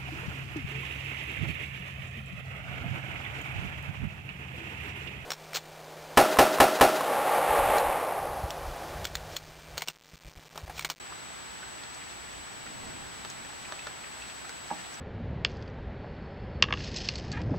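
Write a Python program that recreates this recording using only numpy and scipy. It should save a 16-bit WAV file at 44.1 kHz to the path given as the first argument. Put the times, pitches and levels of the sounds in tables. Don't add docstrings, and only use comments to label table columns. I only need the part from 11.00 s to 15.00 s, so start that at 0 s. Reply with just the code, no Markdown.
import sys
import numpy as np
from scipy import signal
from scipy.fft import rfft, irfft, next_fast_len
from scipy.io import wavfile
from scipy.ndimage import map_coordinates

SR = 44100
rng = np.random.default_rng(int(sys.argv[2]) if len(sys.argv) > 2 else 0)


def wav_record(signal):
    frames = np.transpose(np.atleast_2d(signal))
    bounded = np.clip(frames, -1, 1)
    quanta = np.round(bounded * 32767).astype(np.int16)
    wavfile.write(sys.argv[1], SR, quanta)


N = 176400

# (frequency [Hz], relative level [dB])
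AIR_COLOUR = [(22, -25), (35, -20.5), (50, -5), (61, 2), (76, -6.5), (110, -3.5), (250, -4), (400, -3),
              (500, -7), (640, -2.5), (810, -0.5), (1000, -3.5), (1600, -3.5), (2600, -7), (4000, -10.5),
              (6000, -15), (8500, -19.5), (12000, -25.5), (15000, -29)]
# (frequency [Hz], left-right correlation [-1..1])
AMBIENCE_CORRELATION = [(60, 0.31), (110, 0.15), (200, -0.14), (380, -0.47), (700, -0.45), (1290, -0.091),
                        (2380, 0.2), (4400, 0.31), (8120, -0.093), (15000, -0.33)]
# (frequency [Hz], left minus right [dB])
AMBIENCE_BALANCE = [(60, -3), (250, -1.4), (700, -.5), (2500, 0)]
# (time [s], level [dB])
RUMBLE_SWELL = [(0, -75), (1.2, -95), (1.55, -55.5), (1.9, -49), (2.15, -55), (2.6, -56), (3.2, -64),
                (4, -64)]
# (frequency [Hz], relative level [dB])
RUMBLE_COLOUR = [(20, -10), (55, -10), (130, -4.5), (270, -5), (450, -12), (900, -12), (3000, -59)]
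# (time [s], level [dB])
BREEZE_PUFFS = [(0, -75), (1.2, -66), (1.37, -52.5), (1.55, -76), (1.85, -58), (2.1, -76), (4, -86)]
# (frequency [Hz], relative level [dB])
BREEZE_COLOUR = [(20, -17), (50, 3), (75, 1), (160, -25), (600, -70)]
# (left level [dB], right level [dB], right lag [rad])
WHINE_PARTIALS = [(-45, -54.5, -0.13), (-81, -71, 1.4)]
# (time [s], level [dB])
RUSTLE_LEVEL = [(0, -62), (1.9, -56), (2.3, -55), (2.75, -53), (3.1, -55.5), (3.4, -52.5), (3.62, -54.5),
                (3.82, -49), (4, -56)]
# (frequency [Hz], relative level [dB])
RUSTLE_COLOUR = [(200, -8), (700, -3.5), (1400, -4), (3000, -7), (7000, -9.5), (15000, -29)]
# (frequency [Hz], t60 [s])
GARDEN_DECAY = [(200, 0.39), (900, 0.1), (3000, 0.14), (10000, 0.06)]
# (time [s], length [s], level [dB], centre [Hz])
LEG_SCUFFS = [(0.114, 0.027, -46.5, 1060), (0.621, 0.021, -45, 1510), (0.778, .02, -49, 2460),
              (0.833, 0.0091, -45, 3340), (0.941, .01, -50.5, 5500), (1.001, .03, -47.5, 2470),
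              (1.661, 0.023, -48, 2030), (2.299, 0.0066, -41, 6130), (2.298, .025, -49, 3820),
              (2.642, 0.02, -46, 2480), (2.666, 0.064, -49.5, 910), (2.782, 0.024, -44.5, 2770),
              (2.82, 0.017, -55, 3330), (3.032, 0.019, -48, 2200), (3.214, 0.018, -46, 2870),
              (3.296, .014, -46, 2600), (3.442, 0.014, -43.5, 1370), (3.493, 0.014, -46.5, 1600),
              (3.779, 0.031, -49.5, 1630), (3.828, 0.028, -52, 3080), (3.939, 0.0077, -44, 5660)]
# (time [s], gain [dB], low-pass [Hz], pitch of the struck spot [ratio])
CLAW_TAPS = [(.126, -38, 1400, .93), (.627, -36, 2400, 0.95), (.836, -32.5, 6000, 1.6),
             (1.665, -32.5, 4500, 1.2), (2.2497, -27.5, 5470, 1.03), (2.257, -34.5, 1100, .75),
             (2.449, -33, 4500, 1.5), (2.723, -23.5, 5000, 0.99), (2.8688, -29, 4000, 0.92),
             (2.8708, -27, 5500, 1.1), (3.494, -28.5, 8100, 1.3)]
# (frequency [Hz], relative level [dB], t60 [s])
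TAP_MODES = [(378, -18, 0.036), (666, -14.5, 0.023), (1186, -7.5, 0.016), (1585, -9.5, 0.017),
             (3620, -2, 0.0018), (5260, -3.5, 0.0017)]
# (time [s], gain [dB], high-pass [Hz], low-pass [Hz])
SHELL_KNOCKS = [(3.7043, -23.5, 1300, 1880), (3.7112, -21, 200, 990)]
# (frequency [Hz], relative level [dB], t60 [s])
SHELL_MODES = [(189, -16.5, 0.25), (234, -12.5, .08), (309, -18, 0.15), (417, -20, 0.079), (630, -15, 0.15),
               (762, -18, 0.15), (823, -10.5, 0.14), (876, 1.5, 0.054), (953, -13, 0.079),
               (1144, -5, 0.051), (1480, -15, 0.051), (1646, -10.5, 0.071)]

AIR_DB, WHINE_HZ, TOP_HZ = -43.5, 7866.8, 15780
SCUFF_Q, GRAIN_DB, GRAINS_PER_S = 1.67, 3.5, 620
CRACK_DB, CRACK_T60_S = -8.5, 0.0047
TAP_LOW_HZ = 294
ECHO_S, ECHO_DB, ECHO_TOP_HZ = 0.0022, -7.5, 2600
KNOCK_RISE_S, KNOCK_PAN_DB = 0.00057, -1.3
LEG_WET_DB, KNOCK_WET_DB = -1.5, -11


def amp(db):
    return 10 ** (np.asarray(db) / 20)


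def unit(x):
    return x / np.sqrt(np.mean(x ** 2) + 1e-20)


def along(points, hz):
    freqs, values = np.transpose(points)
    return np.interp(np.log(hz + 1), np.log(freqs + 1), values)


def curve(points):
    return np.interp(np.arange(N) / SR, *np.transpose(points))


def wobble(per_s):
    knots = rng.standard_normal(int(N * per_s / SR) + 4)
    return map_coordinates(knots, [np.arange(N) * per_s / SR])


def filtered(x, response):
    size = next_fast_len(N + SR // 2)
    return irfft(rfft(x, size) * response(np.fft.rfftfreq(size, 1 / SR)), size)[..., :N]


def add(track, start_s, sound):
    part = track[round(start_s * SR):][:len(sound)]
    part += sound[:len(part)]


def ring(modes, t, scatter_db):
    return sum(amp(db + scatter_db * rng.standard_normal() - 60 * t / t60) * np.cos(2 * np.pi * hz * t)
               for hz, db, t60 in modes)


def contact(x, low_hz, high_hz, order):
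    x = signal.lfilter(*signal.butter(2, low_hz, "high", fs=SR), x)
    return signal.lfilter(*signal.butter(order, high_hz, fs=SR), x)


def diffuse_noise(colour):
    def mid_side_gains(hz):
        angle = np.arccos(along(AMBIENCE_CORRELATION, hz)) / 2
        return amp(along(colour, hz)) * [np.cos(angle), np.sin(angle)]
    mid, side = filtered(rng.standard_normal((2, N)), mid_side_gains)
    return unit(np.array([mid + side, mid - side]))


def garden_reverb(x, wet_db):
    hz, t, noise = signal.stft(rng.standard_normal((2, SR // 3)), SR, nperseg=256)
    decay = amp(-60 * t / along(GARDEN_DECAY, hz)[:, None])
    tail = signal.istft(noise * decay, SR, nperseg=256)[1]
    wet = signal.fftconvolve(x[None], tail, axes=1)[:, :N]
    return x + amp(wet_db) * unit(wet) * x.std()


def air_hiss():
    return amp(AIR_DB) * diffuse_noise(AIR_COLOUR)


def distant_rumble():
    return amp(curve(RUMBLE_SWELL) + 1.1 * wobble(per_s=7.85)) * diffuse_noise(RUMBLE_COLOUR)


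def breeze():
    return amp(curve(BREEZE_PUFFS)) * diffuse_noise(BREEZE_COLOUR)


def camera_whine(flutter_db=0.4):
    phase = 2 * np.pi * WHINE_HZ * np.arange(N) / SR
    tone = sum(np.array([amp(left) * np.sin(k * phase), amp(right) * np.sin(k * phase - lag)])
               for k, (left, right, lag) in enumerate(WHINE_PARTIALS, 1))
    return tone * amp(flutter_db * wobble(per_s=7.2))


def grass_rustle(flicker_db=2.5):
    return amp(curve(RUSTLE_LEVEL) + flicker_db * wobble(per_s=35)) * diffuse_noise(RUSTLE_COLOUR)


def leg_scuffs():
    out = np.zeros(N)
    grit = rng.standard_normal(N) * amp(GRAIN_DB * wobble(GRAINS_PER_S))
    for start_s, length_s, db, hz in LEG_SCUFFS:
        swell = np.sin(np.linspace(0, np.pi, int(length_s * SR)))
        friction = grit[round(start_s * SR):][:len(swell)]
        b, a = signal.iirpeak(hz, SCUFF_Q, SR)
        stroke = signal.lfilter(b, a, signal.lfilter(b, a, friction))
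        add(out, start_s, amp(db) * unit(stroke) * swell)
    return garden_reverb(out, LEG_WET_DB)


def claw_taps():
    out, t = np.zeros(N), np.arange(SR // 20) / SR
    for start_s, db, bright_hz, pitch in CLAW_TAPS:
        crack = amp(CRACK_DB - 60 * t / CRACK_T60_S) * rng.standard_normal(len(t))
        body = ring(TAP_MODES, pitch * t, scatter_db=1)
        tick = amp(db) * contact(body + crack, TAP_LOW_HZ, bright_hz, order=2)
        echo = amp(ECHO_DB) * contact(tick, TAP_LOW_HZ, ECHO_TOP_HZ, order=1)
        add(out, start_s, tick)
        add(out, start_s + ECHO_S, echo)
    return garden_reverb(out, LEG_WET_DB)


def shell_knocks():
    out, t = np.zeros(N), np.arange(SR // 4) / SR
    attack = 1 - np.exp(-t / KNOCK_RISE_S)
    for start_s, db, low_hz, high_hz in SHELL_KNOCKS:
        shell = ring(SHELL_MODES, t, scatter_db=0.5) * attack
        add(out, start_s, amp(db) * contact(shell, low_hz, high_hz, order=3))
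    return garden_reverb(out, KNOCK_WET_DB) * amp([[KNOCK_PAN_DB], [-KNOCK_PAN_DB]])


def scene():
    tortoise = shell_knocks() + claw_taps() + leg_scuffs()
    ambience = air_hiss() + distant_rumble() + grass_rustle() + breeze()
    ambience = filtered(ambience, lambda hz: amp(along(AMBIENCE_BALANCE, hz) * [[0.5], [-0.5]]))
    return tortoise + ambience + camera_whine()


def record(dry):
    return filtered(dry, lambda hz: hz < TOP_HZ)


dry = scene()
out = record(dry)
wav_record(out)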